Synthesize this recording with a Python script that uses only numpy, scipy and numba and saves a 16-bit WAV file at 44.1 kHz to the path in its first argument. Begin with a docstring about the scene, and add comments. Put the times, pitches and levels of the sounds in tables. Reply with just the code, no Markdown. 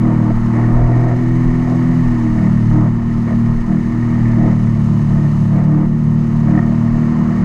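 """A hard case rattle over a three-cylinder engine drone: a water scooter at speed, heard inside a small
sealed case clamped to its handlebar. Firings, crankshaft and impeller hum as multiples of the engine cycle.
Pulsed noise buzzes the case's resonances, in harder bouts as the hull slams; a few blows knock the clamp.
Low resonant noise shakes the mount, and spray is faint hiss coloured by the shell."""
import sys
import numpy as np
from scipy import signal
from scipy.fft import rfft, irfft
from scipy.io import wavfile
from scipy.ndimage import uniform_filter1d
from numba import njit

SR = 44100
rng = np.random.default_rng(int(sys.argv[2]) if len(sys.argv) > 2 else 0)


def wrap_up_sound(samples):
    """Save the sound to the file named by the first command line argument, as 16-bit audio."""
    columns = np.atleast_2d(samples).T
    # keep every value between -1 and 1, then stretch to whole-number steps
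    tamed = np.clip(columns, -1, 1)
    steps = np.round(tamed * 32767).astype(np.int16)
    wavfile.write(sys.argv[1], SR, steps)


N = 328104

# Table levels are starting points or balances; the functions below add their own trims and movement.
# Spray hiss, and its top end relative to the rest: time_s, hiss_db, top_db
SPRAY_CURVE = [(0.06, -55.5, -12), (0.63, -53.5, -10), (0.77, -54.5, -11.5), (2.06, -52, -11.5),
               (2.71, -52.5, -11), (2.93, -57.5, -12.5), (3.2, -53.5, -11.5), (3.61, -55, -10.5),
               (4.22, -53.5, -12.5), (5.4, -53, -10.5), (5.89, -58.5, -11), (6.32, -55, -12),
               (7.34, -53, -14), (7.38, -53, -12)]
# Tone colour of the hiss through the shell: frequency_hz, level_db
SHELL_COLOUR = [(2200, -17.5), (2400, 5), (2700, 4), (3000, 6), (3250, -3.5), (4000, 0), (4500, -1.5),
                (5200, -1.5), (5700, -5.5), (6300, 0.5), (7600, -8.5), (8300, -8), (9200, -18.5),
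                (10200, -14), (13000, -22.5), (15200, -35.5)]
# Steady shaking of the mount: time_s, level_db
SHAKE_CURVE = [(0, -22.5), (2.5, -23.5), (4.5, -25.5), (7.44, -29.5)]
# Gusts and waves that jolt the mount: peak_s, peak_db
JOLTS = [(.36, -18), (.8, -9), (1.5, -20), (2.06, -18), (2.35, -14), (2.72, -21), (3.54, -16.5),
         (4.45, -23), (5.16, -16.5), (6.5, -25.5), (6.95, -22)]
JOLT_S = 0.054  # time from the peak to 1/e of a jolt's power
# Knocks of the case against its clamp: start_s, wall_blow_db, ring_relative_to_walls_db
KNOCKS = [(.373, -27, -21), (2.712, -22.5, -11), (4.449, -26, -21), (4.477, -28, -13), (5.116, -28, -19),
          (5.331, -30, -21), (6.551, -23, -5), (6.576, -19.5, -1), (6.59, -21.5, -2), (6.627, -24, -9)]
# Wall resonances a knock excites: centre_hz, width_hz, level_db
KNOCK_WALLS = [(700, 130, -2), (1260, 120, -5)]
# Thin ring a knock excites: centre_hz, width_hz, level_db
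KNOCK_RING = [(1840, 150, 2.5)]
# One droplet ticking on the shell: start_s, blow_db
DROPLET = (1.7, -30)
# Broad resonance of that tick: centre_hz, width_hz, level_db
DROPLET_RING = [(4500, 3500, 1)]
# Quiet buzz of the case all along: time_s, walls_db, lid_db, ring_db
QUIET_BUZZ = [(0, -43, -33, -40), (.5, -38.5, -32.5, -41), (1.2, -35.5, -35.5, -38), (2.2, -36, -35, -38.5),
              (2.9, -40, -37.5, -43.5), (3.85, -40, -38, -41.5), (4.3, -36.5, -34.5, -36),
              (4.6, -38, -37.5, -43.5), (5.3, -38.5, -37, -43.5), (5.85, -38, -39, -45.5),
              (5.9, -40.5, -40.5, -47), (6.4, -37.5, -37.5, -43.5), (6.85, -36.5, -35, -42),
              (7.44, -33, -33, -38.5)]
# Bouts of hard rattling against the clamp as the hull slams:
# start_s, length_s, walls_db, lid_db, ring_db, extra_hum_db (before HUM_LIFT), extra_fourth_order_db
BOUTS = [(0.0, .33, -29, -39.5, -51, 3.5, 4), (0.519, 0.15, -32, -35, -38, -2.5, 4.5),
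         (0.649, 0.51, -28.5, -35, -42.5, 1.5, 3), (1.646, 0.13, -30, -45, -50, 4, -1),
         (2.328, .17, -32, -44, -42, 2, 3), (2.708, 0.19, -32, -35.5, -44.5, 4.5, 9),
         (3.25, .1, -34, -39, -40.5, 1, 1), (3.44, .11, -38, -38, -49, 5.5, 0),
         (3.669, .15, -34, -38.5, -52, 10.5, 10), (4.36, .19, -28, -36, -42.5, 5, 8.5),
         (4.741, 0.069, -39, -42, -51, -1, 2), (5.079, .2, -38, -42, -48, 1, 3),
         (5.496, .37, -34.5, -38, -47.5, 4.5, 10), (6.439, .165, -33, -37.5, -44, 4, 13.5),
         (6.52, .085, -30, -35, -42, 0.5, 4), (6.626, 0.14, -34, -43.5, -47, 1.5, 8)]
BOUT_ATTACK_S, BOUT_RELEASE_S, BOUT_FLICKER_DB = 0.038, 0.02, 2
# Share of extra_hum_db taken by the first four strong multiples: firing, second_order, fifth, blades
HUM_LIFT = (0.074, 0.83, 0.86, 0.068)
# Low wall resonances of the case: centre_hz, width_hz, level_db
WALL_MODES = [(307.3, 61, 10), (500, 280, -6), (678, 88, 2)]
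# Lid resonances: centre_hz, width_hz, level_db
LID_MODES = [(897.5, 107, 1), (1068, 138, -1), (1238, 147, -2.5), (1510, 350, -12.5)]
# Thin ring resonances: centre_hz, width_hz, level_db
RING_MODES = [(1845, 73, 0.5), (1752, 100, -5.5), (1990, 120, -5.5), (2203, 140, -8.5)]
# Rattle that repeats each cycle: cycle_multiple, level_relative_to_walls_db
REPEATING_RATTLE = [(11, -17.5), (12, -11.5), (13, -13), (14, -14), (15, -13.5), (16, -13.5), (17, -10.5),
                    (18, -11.5), (19, -18)]
REPEAT_GROWTH = 0.15  # extra dB of repeating rattle per dB the walls' buzz rises over its mean
# Engine hum through the mount between bouts; one cycle is two shaft turns:
# time_s, cycle_hz, firing_db, second_shaft_order_db, fifth_multiple_db, impeller_blades_db, fourth_shaft_order_db
HUM_CURVE = [(0, 39.9, -15, -26.5, -23, -18, -29), (.41, 38.29, -18.5, -25, -22, -19.5, -33),
             (.7, 39.56, -14.5, -27, -20.5, -17.5, -28.5), (.83, 40.1, -12.5, -26.5, -35.5, -21, -35),
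             (1.1, 40.8, -12, -27.5, -36, -22, -33.5), (1.25, 40.97, -15, -21, -36, -17.5, -26),
             (1.7, 41.25, -17, -21, -32.5, -17.5, -30.5), (2.0, 41.38, -16.5, -15.5, -36, -16.5, -29),
             (2.26, 38.84, -18.5, -32, -28, -16.5, -26), (2.45, 38.22, -18, -17, -17, -18, -32.5),
             (2.68, 38.02, -13.5, -19, -22.5, -18.5, -30), (2.86, 38.3, -15.5, -19, -21, -20, -33),
             (3.02, 38.64, -21, -25.5, -26, -19, -41), (3.3, 38.47, -19, -22, -19.5, -16.5, -31),
             (3.45, 38.46, -14.5, -22, -26.5, -15.5, -39), (3.67, 38.75, -28, -28.5, -22, -20.5, -35.5),
             (4.0, 39.35, -17.5, -27, -24, -18.5, -28.5), (4.37, 38.78, -14.5, -20, -20, -15.5, -30.5),
             (4.75, 37.43, -16, -18.5, -21, -19, -37), (5.3, 36.88, -21.5, -15, -19, -19, -36),
             (5.45, 37.06, -17, -16, -20, -21, -37), (5.84, 37.8, -26.5, -18, -22, -20, -33.5),
             (5.97, 38.05, -22, -17, -22, -18.5, -42.5), (6.44, 38.03, -19.5, -17.5, -22, -16.5, -38.5),
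             (6.8, 38.4, -17.5, -19, -22, -16, -35), (7.2, 39, -27.5, -19, -22, -16, -30),
             (7.44, 38.26, -24, -16.5, -17, -17.5, -37)]
# Cycle multiples of those five levels, in order: cycle_multiple
HUM_MULTIPLES = (3, 4, 5, 6, 8)
# Depth of each one's stray around its level: wander_db
HUM_WANDER_DB = (0.96, 1.3, 2, 0.35, 2.2)
# Weak engine multiples: cycle_multiple, level_db
WEAK_HUM = [(1, -36), (2, -35), (7, -40), (10, -44.5)]
THIRD_DB, THIRD_FOLLOWS = -35.5, 0.45  # third firing multiple; its share of the walls' dB swings
TOP_HZ = 15100  # upper edge of the finished sound


def undb(db):
    """Turn decibels into linear gain."""
    return 10 ** (np.asarray(db) / 20)


def level(x, db):
    """Scale a signal to an rms level in dB."""
    return x * undb(db) / np.sqrt(np.mean(x ** 2))


def columns(table):
    """Draw straight lines through each column of a timed table, sample by sample."""
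    time_s, *values = np.transpose(table)
    t = np.arange(N) / SR
    return [np.interp(t, time_s, value) for value in values]


def walk(rate_hz):
    """Drift at random: levels held 1 / rate_hz seconds and smoothed twice; spread near 1."""
    hold = int(SR / rate_hz)
    steps = np.repeat(rng.standard_normal(N // hold + 1), hold)
    smooth = uniform_filter1d(uniform_filter1d(steps, hold), hold)
    return 1.18 * smooth[:N]


@njit
def bandpass(x, hz, width_hz):
    """Resonate as a state-variable band-pass with gain 1 at its centre."""
    y, band, low = np.empty(len(x)), 0., 0.
    g, damping = np.tan(np.pi * hz / SR), width_hz / hz
    for i in range(len(x)):
        v = (band + g * (x[i] - low)) / (1 + g * (g + damping))
        band = 2 * v - band
        low = low + 2 * g * v
        y[i] = damping * v
    return y


def resonate(x, hz, width_hz):
    """Pass a signal twice through one resonance for steeper skirts."""
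    hz, width_hz = float(hz), float(width_hz)
    return bandpass(bandpass(x, hz, width_hz), hz, width_hz)


def body(drive, modes):
    """Shake each resonance with its own noise under a common drive, evened out for total width."""
    total, power_width = 0, 0
    for hz, width_hz, db in modes:
        noise = drive * rng.standard_normal(N)
        total = total + undb(db) * resonate(noise, hz, 1.5 * width_hz)  # two passes narrow the band
        power_width += undb(db) ** 2 * width_hz
    return total / np.sqrt(power_width * np.pi / SR)


def tone(cycle, multiple, db, slip_rad, flutter_db):
    """Sound one multiple of the cycle; its phase slips and its level flutters as strokes differ."""
    spread = -0.4 * multiple ** 2  # bending waves in the hull smear each stroke in time
    phase = multiple * cycle + spread + slip_rad * walk(30) + 0.5 * walk(1.694)
    return np.sqrt(2) * undb(db + flutter_db * walk(25)) * np.cos(phase)


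def spray(shake):
    """Hiss coloured by the shell; it throbs with the mount and with sheets of droplets, the top most."""
    hiss_db, top_db = columns(SPRAY_CURVE)
    hz = np.fft.rfftfreq(N, 1 / SR)
    shell_hz, shell_db = np.transpose(SHELL_COLOUR)
    colour = undb(np.interp(np.log(hz + 1), np.log(shell_hz), shell_db, left=-120))
    noise = rfft(rng.standard_normal(N)) * colour
    top_share = np.clip(hz / 1000 - 7.5, 0, 1)  # crossfade from 7.5 to 8.5 kHz
    low = level(irfft(noise * (1 - top_share), N), 2.98)
    high = level(irfft(noise * top_share, N), 0.14)
    throb = shake + 0.7 * walk(40)
    return undb(hiss_db) * (low * undb(0.82 * throb) + high * undb(top_db + 1.3 * throb))


def mount():
    """Wind and chop shake the mount at its lowest resonances, here as noise of near-unit size."""
    return level(body(1., [(26.0, 14, 10), (37.4, 15, -4.5)]), -1.9)


def shaking():
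    """Set the gain of the mount's motion: steady shaking plus the power of bell-shaped jolts."""
    t = np.arange(N) / SR
    power = undb(columns(SHAKE_CURVE)[0]) ** 2
    for peak_s, db in JOLTS:
        power = power + undb(db) ** 2 * np.exp(-((t - peak_s) / JOLT_S) ** 2)
    return np.sqrt(power)


def strike(start_s, blow_db, modes):
    """Ring resonances with soft blows: impulses swelling and dying through two band-passes."""
    blows = np.zeros(N)
    blows[(np.asarray(start_s) * SR).astype(int)] = undb(blow_db)
    total = 0
    for hz, width_hz, db in modes:
        to_unit_peak = np.e * SR / (2 * np.pi * width_hz)  # undoes the filters' peak loss
        total = total + undb(db) * resonate(blows, hz, width_hz) * to_unit_peak
    return total


def knocks():
    """Each blow rings the walls and the thin ring for a few milliseconds; one droplet ticks."""
    start_s, wall_db, ring_db = np.transpose(KNOCKS)
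    walls = strike(start_s, wall_db, KNOCK_WALLS)
    ring = strike(start_s, wall_db + ring_db, KNOCK_RING)
    return walls + ring + strike(*DROPLET, DROPLET_RING)


def buzz():
    """Set wall, lid and ring levels and extra hum: quiet buzz plus bouts that swell, hold and stop short."""
    t = np.arange(N) / SR
    power = undb(np.array(columns(QUIET_BUZZ))) ** 2
    extra_db = 0
    flicker = undb(BOUT_FLICKER_DB * walk(25)) ** 2
    for start_s, length_s, *part_db, hum_db, fourth_db in BOUTS:
        attack = (t - start_s) / BOUT_ATTACK_S
        release = (start_s + length_s - t) / BOUT_RELEASE_S
        shape = np.clip(np.minimum(attack, release), 0, 1)
        power = power + np.outer(undb(part_db) ** 2, shape ** 2 * flicker)
        lift_db = [*np.multiply(HUM_LIFT, hum_db), fourth_db]
        extra_db = extra_db + np.outer(lift_db, shape)
    wall_db, lid_db, ring_db = 10 * np.log10(power)
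    return wall_db, lid_db, ring_db, extra_db


def case(cycle, wall_db, lid_db, ring_db):
    """Noise pulsed by cycles, shaft turns and firings rings the case; part of the rattle repeats."""
    beat = 0.11 * np.cos(cycle) + 0.17 * np.cos(2 * cycle + 0.25) + 0.22 * np.cos(3 * cycle + 2.96)
    repeat_db = wall_db + REPEAT_GROWTH * (wall_db - wall_db.mean()) - 1.5
    repeats = sum(tone(cycle, multiple, repeat_db + db + 2.5 * walk(4.5), 0.4, 0.9)
                  for multiple, db in REPEATING_RATTLE)
    walls = body(np.exp(beat) * undb(wall_db + 2.5), WALL_MODES)
    lid = body(np.exp(beat) * undb(lid_db + 0.37), LID_MODES)
    ring = body(np.exp(1.3 * beat) * undb(ring_db - 0.5 + 1.0 * walk(70)), RING_MODES)
    return repeats + walls + lid + ring


def engine(cycle, wall_db, extra_db):
    """Hum in strong multiples and wandering weak ones, with uneven burning as noise between them."""
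    wander_db = [depth_db * walk(12) for depth_db in HUM_WANDER_DB]
    strong_db = columns(HUM_CURVE)[1:] + extra_db + wander_db
    strong = sum(tone(cycle, multiple, db, 0.17, 1.0)
                 for multiple, db in zip(HUM_MULTIPLES, strong_db))
    weak = sum(tone(cycle, multiple, db + 1.8 * walk(3.8), 0.75, 2.8) for multiple, db in WEAK_HUM)
    third_db = THIRD_DB + THIRD_FOLLOWS * (wall_db - wall_db.mean())
    third = tone(cycle, 9., third_db + 1.9 * walk(5.4), 0.64, 2.6)
    beside_third = tone(cycle, 8.4, third_db - 7.0, 0.36, 2.7)
    uneven_burning = body(undb(-24.0), [(166.8, 50.0, 5.5), (88, 19, -2.0)])
    return strong + weak + third + beside_third + uneven_burning


def scene():
    """Mix everything that reaches the one microphone through the case."""
    cycle = 2 * np.pi * np.cumsum(columns(HUM_CURVE)[0]) / SR  # phase in radians
    shake = mount()
    wall_db, lid_db, ring_db, extra_db = buzz()
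    background = spray(shake) + shaking() * shake + knocks()
    rattle = case(cycle, wall_db, lid_db, ring_db)
    motor = engine(cycle, wall_db, extra_db)
    return (background + rattle + motor)[None]


def record(dry):
    """Round the loudest peaks at the microphone, then cut the top steeply."""
    top_cut = signal.ellip(12, 0.2, 70, TOP_HZ, fs=SR, output="sos")
    rounded = np.tanh(0.88 * dry) / 0.86
    return signal.sosfilt(top_cut, rounded)


dry = scene()
out = record(dry)
wrap_up_sound(out)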